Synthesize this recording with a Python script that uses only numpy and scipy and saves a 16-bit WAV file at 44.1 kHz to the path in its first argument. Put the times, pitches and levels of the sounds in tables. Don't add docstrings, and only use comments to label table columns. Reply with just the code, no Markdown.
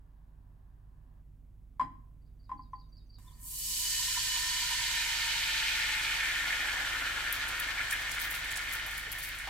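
import sys
import numpy as np
from scipy import signal
from scipy.fft import rfft, irfft, next_fast_len
from scipy.io import wavfile
from scipy.ndimage import uniform_filter1d

SR = 44100
rng = np.random.default_rng(int(sys.argv[2]) if len(sys.argv) > 2 else 0)


def master(y):
    cut = np.clip(np.atleast_2d(y).T, -1, 1)
    pcm = np.round(cut * 32767)
    wavfile.write(sys.argv[1], SR, pcm.astype(np.int16))


N = 418509
TIME = np.arange(N) / SR

# (t/s, share 0-1)
COVER = [(3.4, 0.02), (4.45, 0.15), (5.1, 0.43), (5.8, 0.76), (7.2, 1)]
# (f/Hz, relative level/dB)
SPRAY_TONE = [(4000, 0), (6500, -2), (12000, -0.5), (16000, -1.5)]


def amp(db):
    return 10 ** (np.asarray(db) / 20)


def unit(x):
    return x / np.sqrt(np.mean(x ** 2) + 1e-20)


def along(rows, t=TIME):
    s, *columns = np.transpose(rows)
    return [np.interp(t, s, c) for c in columns]


def across(points, hz):
    f, value = np.transpose(points)
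    return np.interp(np.log(hz + 1), np.log(f + 1), value)


def sides(db):
    return amp(np.array([[.5], [-.5]]) * db)


def add(mix, s, sound):
    part = mix[..., round(s * SR):][..., :sound.shape[-1]]
    part += sound[..., :part.shape[-1]]


def colour(x, points):
    size = next_fast_len(x.shape[-1])
    hz = np.fft.rfftfreq(size, 1 / SR) + 1
    low_skirt = np.minimum(hz / points[0][0], 1) ** 4
    high_skirt = np.minimum(points[-1][0] / hz, 1) ** 8
    gain = amp(across(points, hz)) * low_skirt * high_skirt
    return irfft(rfft(x, size) * gain, size)[..., :x.shape[-1]]


def noise(size, apart):
    mid, side = rng.standard_normal((2, size))
    return np.array([mid + apart * side, mid - apart * side])


def resonate(x, hz, width):
    turn = np.exp(2j * np.pi * np.cumsum(hz) / SR)
    r = np.exp(-np.pi * width / SR)
    smooth = signal.lfilter([1 - r], [1, -r], x * turn.conj() + 1e-18)
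    return 2 * (turn * smooth).real


def wander(per_s):
    knots = rng.standard_normal(4096)
    return unit(np.interp(TIME * per_s, np.arange(len(knots)), knots))


def flutter(per_s):
    chance = wander(per_s)
    return unit(chance - uniform_filter1d(chance, SR // 8))


def kitchen(x, wet_db):
    # (f/Hz, t60/s)
    decay = [(150, 0.36), (1000, 0.47), (4000, 0.47), (14000, 0.29)]
    hz, t, z = signal.stft(rng.standard_normal((2, SR // 2)), SR, nperseg=256)
    fading = z * amp(-60 * t / across(decay, hz)[:, None])
    tail = signal.istft(fading, SR, nperseg=256)[1]
    tail[:, :SR // 400] = 0
    tail /= np.linalg.norm(tail[0])
    wet = signal.oaconvolve(x * np.ones((2, 1)), tail, axes=1)[:, :N]
    return x + amp(wet_db) * wet


def background():
    # (f/Hz, rms level/dB before swell and panning)
    motor = [(26.9, -60), (48.4, -54.5), (102.3, -66), (150.7, -71)]
    # (f/Hz, relative level/dB)
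    air_tone = [(35, -25.5), (60, -5), (156, -14), (193, -22.5), (244, -20), (437, -36.5), (991, -41),
                (1340, -46), (5090, -58.5), (16000, -55)]
    flame_tone = [(210, -24), (350, -3), (396, -11.5), (1040, -0.5), (1330, -13), (1700, -7.5), (2120, -22),
                  (5000, -28), (6500, -61), (11000, -120)]
    hum = 0
    for hz, db in motor:
        phase = 2 * np.pi * (hz * TIME + rng.random()) + 0.099 * wander(3.1)
        hum = hum + amp(db) * np.sqrt(2) * np.sin(phase)
    air = amp(-60) * unit(colour(noise(N, apart=.3), air_tone))
    flame = amp(-77) * unit(colour(noise(N, apart=1.0), flame_tone))
    flame *= np.clip((1.22 - TIME) / 0.011, 0, 1)
    swell = amp(np.interp(TIME, [.7, 4.0], [-1.5, 1.5]))
    return swell * (hum * sides(-4.0) + air * sides(-1.5)) + flame


def whistle(rows):
    t = np.arange(rows[0][0], rows[-1][0], 1 / SR)
    hz, db = along(rows, t)
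    quaver = 1 + .012 * wander(400)[:len(t)]
    return amp(db) * np.sin(2 * np.pi * np.cumsum(hz * quaver) / SR)


def bird():
    # (t/s, relative level/dB)
    chirps = [(2.213, -78), (2.392, -68.5), (2.572, -64), (2.749, -60), (2.92, -58), (3.093, -56.5)]
    # (delay/s, length/s, start f/Hz, end f/Hz, relative level/dB)
    strokes = [(-.032, .026, 6300, 5700, -23), (0, .036, 4660, 4550, -3), (.037, .011, 4450, 4950, -4),
               (.047, .011, 4300, 5200, 0), (.058, .016, 5100, 3850, 0), (.072, .055, 3830, 3770, -16)]
    # (t/s, f/Hz, level/dB before room and panning)
    last_note = [(3.26, 3300, -80), (3.283, 3660, -59), (3.305, 3050, -75), (3.325, 3600, -71),
                 (3.335, 4600, -65), (3.375, 4600, -74)]
    attack_share, edge_db = .3, -16
    out = np.zeros(N)
    for delay, length, from_hz, to_hz, stroke_db in strokes:
        top_hz = from_hz + attack_share * (to_hz - from_hz)
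        glide = [(0, from_hz, edge_db), (attack_share * length, top_hz, 0), (length, to_hz, edge_db)]
        for s, db in chirps:
            add(out, s + delay, amp(db + stroke_db + 2.0) * whistle(glide))
    add(out, last_note[0][0], whistle(last_note))
    return kitchen(out, wet_db=-7.5) * sides(-1.5)


def taps(t60=0.085):
    # (t/s, level/dB at onset, f/Hz, width/Hz)
    puffs = [(3.185, -64, 500, 1500), (8.863, -45.5, 600, 900), (9.066, -49, 400, 150),
             (9.473, -36.5, 920, 250)]
    out, t = np.zeros((2, N)), np.arange(SR // 8) / SR
    for s, db, hz, width_hz in puffs:
        puff = unit(resonate(noise(len(t), apart=0.3), np.full(len(t), hz), width_hz))
        add(out, s, puff * amp(db - 60 * t / t60))
    return out


def knocks(contact_s=.004, crack_t60=0.16, stove_t60=0.62, stove_rise_s=0.01):
    # (t/s, relative level/dB, crack level/dB and stove rumble level/dB relative to the ring)
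    landings = [(1.796, -18, -20.5, -31), (1.81, -18, -22, -27.5), (2.493, -36.5, -18, -24),
                (2.515, -26, -28.5, -23), (2.592, -38.5, -30, -30), (2.732, -31, -31, -32)]
    # (f/Hz, relative level/dB, t60/s)
    pan_modes = [(816, -17, 0.24), (1030, 9.5, 0.081), (1820, -30, 0.034), (1920, -30, 0.14),
                 (2005, -35, 0.13), (2430, -43, 0.061), (3144, -44, 0.13), (4070, -51, 0.22),
                 (4969, -53, 0.47), (5660, -62, 0.2), (7154, -61, 0.33)]
    # (f/Hz, relative level/dB)
    crack_tone = [(400, -21.5), (900, 6.5), (1400, -5.5), (2000, -4), (2800, -21.5), (3250, -12),
                  (3600, -27), (4050, -20.5), (4500, -32), (4970, -13), (5500, -38.5), (7100, -27.5),
                  (15000, -44)]
    grate_tone = [(90, -8.5), (150, 0.5), (205, -13.5), (265, 1), (350, -18)]
    out, t = np.zeros((2, N)), np.arange(SR * 3 // 4) / SR
    ring = 0
    for hz, db, t60 in pan_modes:
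        ring = ring + amp(db - 60 * t / t60) * np.sin(2 * np.pi * hz * (t - contact_s))
    ring *= np.minimum(t / contact_s, 1)
    ring /= abs(ring).max()
    for s, db, crack_db, stove_db in landings:
        crack = unit(colour(noise(len(t), apart=0.65), crack_tone))
        crack *= amp(crack_db - 60 * t / crack_t60)
        rumble = unit(colour(noise(len(t), apart=0.25), grate_tone))
        rumble *= amp(stove_db - 60 * t / stove_t60) * np.minimum(t / stove_rise_s, 1)
        add(out, s, amp(db - 2.0) * (ring + crack + rumble))
    return kitchen(out * sides(2.0), wet_db=-13)


def bubbles(tone, per_s, spread_db, cycles, clump_db, wet_db, count=8):
    out, (cover,) = np.zeros((2, N)), along(COVER)
    for hz in np.geomspace(tone[1][0], tone[-2][0], count):
        at = np.flatnonzero(rng.random(N - 16) < per_s / count / SR) + 8
        size, place, sign = np.random.default_rng(rng.integers(2 ** 31)).random((len(at), 3)).T
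        size = amp(spread_db * np.minimum(-np.log(size), 4)) * np.sign(sign - .5)
        clicks = np.zeros((2, N))
        clicks[0, at] = size
        clicks[1, at + np.round(1.6 + 5.5 * (place - .5)).astype(int)] = size
        turns = np.arange(600) * hz / SR
        burst = np.sin(2 * np.pi * turns) * np.exp(-turns / cycles)
        burst /= np.linalg.norm(burst)
        out += signal.oaconvolve(clicks, burst[None], axes=1)[:, :N] * np.sqrt(hz)
    clumped = colour(out, tone) * amp(clump_db * cover * flutter(45))
    return unit(kitchen(clumped, wet_db))


def crackle():
    drying = np.clip((TIME - 7.3) / 0.87, 0, 1)
    level = amp(-53 + 2.5 * flutter(25)) * drying
    return level * bubbles(SPRAY_TONE, per_s=420, spread_db=6.0, cycles=0.68, clump_db=5, wet_db=2.0, count=3)


def spits(snap_s=0.00011, grain_db=1.0, grain_share=.05, spray_t60=0.11, spray_width_hz=4800, clump_db=3.5):
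    # (t/s, snap level/dB, f/Hz, spray level/dB), before room and panning
    bursts = [(7.3266, -13.5, 12100, -33), (7.4806, -28.5, 8910, -39.5), (7.5933, -33, 12600, -37),
              (7.9047, -31, 8250, -34), (7.9292, -22, 11500, -45), (8.1125, -35, 7060, -37),
              (8.1373, -37, 8150, -39.5), (8.1943, -30, 9800, -37), (8.2167, -20, 14100, -37),
              (8.2432, -32, 15200, -38), (8.3003, -36, 12900, -36), (8.3423, -34, 11200, -39),
              (8.5081, -29, 8400, -38), (8.5586, -26, 7440, -32.5), (8.7241, -33, 12000, -32.5),
              (8.8635, -31, 12100, -39.5), (8.9717, -36, 11600, -38), (9.118, -22, 11900, -39),
              (9.183, -37, 11500, -37.5), (9.2728, -35, 12100, -38)]
    # (f/Hz, left-right level/dB)
    spit_lean = [(7500, -4), (12000, 3.5)]
    out, t = np.zeros((2, N)), np.arange(SR // 4) / SR
    swell = 1 - np.exp(-t / .004)
    clumps = rng.standard_normal(size=60)
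    for s, snap_db, hz, spray_db in bursts:
        snap = np.sin(2 * np.pi * hz * t) * t / snap_s * np.exp(1 - t / snap_s)
        grain_size = amp(grain_db * np.minimum(rng.exponential(1, len(t)), 4))
        grains = noise(len(t), apart=0.76) * grain_size * (rng.random(len(t)) < grain_share)
        spray = unit(colour(resonate(grains, np.full(len(t), hz), spray_width_hz), SPRAY_TONE))
        spray *= amp(clump_db * np.interp(t, np.linspace(0, t[-1], len(clumps)), rng.permutation(clumps)))
        spray *= amp(spray_db - 60 * t / spray_t60) * swell
        add(out, s, (amp(snap_db) * snap + spray) * sides(across(spit_lean, hz)))
    return kitchen(out, wet_db=-11)


def life(start_s, rise_s, depth_db, crest_s, crest_db, growth_db_per_s, fade_db, bend=1):
    flare = depth_db * np.exp(-np.maximum(TIME - start_s, 0) / rise_s)
    growth = growth_db_per_s * np.maximum(crest_s - TIME, 0)
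    cooling = fade_db * np.maximum(TIME - crest_s, 0) ** bend
    settle = -2.5 * np.clip((TIME - 8.8) / 0.21, 0, 1)
    return crest_db - flare - growth - cooling + settle


def surges(width_s=0.0092):
    # (t/s, bubbling lift/dB, sizzle change/dB)
    drips = [(7.42, 2.5, 5.5), (7.607, 3, -3), (7.71, 2, 7), (7.8, 5.5, -1), (7.935, 6, -8)]
    return sum(np.outer(changes, np.exp(-.5 * ((TIME - s) / width_s) ** 2)) for s, *changes in drips)


def frying():
    # (f/Hz, relative level/dB)
    seethe_tone = [(8000, 2.5), (9500, -4), (12500, -2.5), (15500, -7), (16000, -18)]
    fizz_tone = [(3240, -22), (5500, -2), (5860, -3), (8080, -2), (8680, -5), (10700, -8.5), (12300, -6),
                 (13600, -12), (15100, -9), (16000, -26)]
    sizzle_tone = [(1470, -15.5), (2500, -1.5), (2710, -5), (2990, 2.5), (3570, -1.5), (4500, -0.5),
                   (4870, -5.5), (6500, -12), (8450, -31), (14300, -120)]
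    bubbling_tone = [(590, -38), (1000, -14.5), (1150, -19.5), (1420, 0), (1550, -2.5), (1820, 3),
                     (2000, -3), (2130, 0), (2340, 0.5), (2700, -5.5), (2900, -4), (3770, -7), (6380, -120)]
    gurgle_tone = [(120, -47), (200, -23), (263, -7), (431, -13), (470, -11), (958, -2), (1040, -3),
                   (1300, -1), (1690, -51), (2860, -120)]
    # (t/s, f/Hz)
    bubble_pitch = [(4.5, 1960), (5.6, 2500), (6.3, 2170), (6.9, 1460), (7.5, 1340), (8.0, 1780),
                    (9.3, 1880)]
    # (f/Hz, width/Hz, relative level/dB)
    upper_modes = [(1848, 100, -2), (2967, 36, -0.5), (4000, 92, -5), (4496, 107, 0), (4720, 33, -5),
                   (5290, 50, 0), (6250, 100, -4.5), (6730, 88, -8), (7010, 55, -3), (7890, 67, -3.5),
                   (8430, 64, -12)]
    # (f/Hz, left-right level/dB)
    lean = [(60, -3.5), (150, 12), (380, -6), (950, 0), (2380, -1), (5980, -3), (15000, 1.0)]
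    (cover,), (bubbling_lift_db, sizzle_change_db) = along(COVER), surges()

    seethe_db = life(start_s=3.381, rise_s=0.048, depth_db=25.5, crest_s=3.8, crest_db=-35.5,
                     growth_db_per_s=8, fade_db=38)
    fizz_db = life(start_s=3.417, rise_s=0.13, depth_db=34, crest_s=3.85, crest_db=-35.5,
                   growth_db_per_s=9, fade_db=4.0, bend=0.89)
    sizzle_db = life(start_s=3.37, rise_s=0.21, depth_db=44, crest_s=5.75, crest_db=-34.0,
                     growth_db_per_s=2.57, fade_db=7.5, bend=0.4)
    bubbling_db = life(start_s=3.615, rise_s=0.19, depth_db=28, crest_s=5.87, crest_db=-32.0,
                       growth_db_per_s=7.0, fade_db=2.53, bend=0.8)
    gurgle_db = life(start_s=3.39, rise_s=0.77, depth_db=22.5, crest_s=6.87, crest_db=-47.5,
                     growth_db_per_s=3.5, fade_db=2.5)
    drone_db = life(start_s=3.63, rise_s=0.32, depth_db=20.5, crest_s=4.9, crest_db=-46.5,
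                    growth_db_per_s=1.5, fade_db=6.5, bend=0.37)

    seethe = amp(seethe_db) * bubbles(
        seethe_tone, per_s=5200, spread_db=2.0, cycles=1.0, clump_db=6.5, wet_db=-11, count=3)
    fizz = amp(fizz_db) * bubbles(
        fizz_tone, per_s=9000, spread_db=1.5, cycles=0.54, clump_db=0.7, wet_db=-2.5)
    sizzle = amp(sizzle_db + sizzle_change_db + 0.5 * flutter(16)) * bubbles(
        sizzle_tone, per_s=4000, spread_db=1.5, cycles=1.26, clump_db=1.6, wet_db=-3.5)
    bursts = bubbles(bubbling_tone, per_s=2800, spread_db=3, cycles=1.4, clump_db=1.2, wet_db=-3.0)
    commonest = amp(-3.0) * resonate(bursts, along(bubble_pitch)[0], 720)
    bubbling = amp(bubbling_db + bubbling_lift_db) * unit(bursts + commonest)
    gurgle = amp(gurgle_db) * bubbles(
        gurgle_tone, per_s=1200, spread_db=1.5, cycles=0.93, clump_db=0.0, wet_db=-4)
    direct = seethe + fizz + sizzle + bubbling + gurgle

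    boiling = amp(fizz_db + 10.5) * colour(noise(N, apart=1.0), [(2900, 0), (11000, 0)])
    damping = amp(2.5 - 41 * cover ** 3)
    shaking = (np.roll(direct, SR // 300, axis=1) + boiling) * damping
    sag_hz = 130 * (cover - .15)
    ring = sum(amp(db) * resonate(shaking, hz - sag_hz, width) for hz, width, db in upper_modes)

    drone_hz = 1012 - 162 * cover
    drone = unit(resonate(resonate(noise(N, apart=0.38), drone_hz, 72), drone_hz, 98))
    smothered = np.clip(7 - TIME, 0, 1)
    drone *= amp(drone_db + 2.9 * flutter(22)) * smothered

    drift_db = .3 + 1.23 * cover ** 2
    mix = (direct + ring + drone) * (TIME > 3.185) * sides(drift_db)
    return irfft(rfft(mix) * sides(across(lean, np.fft.rfftfreq(N, 1 / SR))), N)


def scene():
    return background() + bird() + taps() + knocks() + crackle() + spits() + frying()


def record(dry):
    low_pass = signal.firwin(511, 16100, window=("kaiser", 9), fs=SR)
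    return signal.oaconvolve(dry, low_pass[None], "same")


dry = scene()
out = record(dry)
master(out)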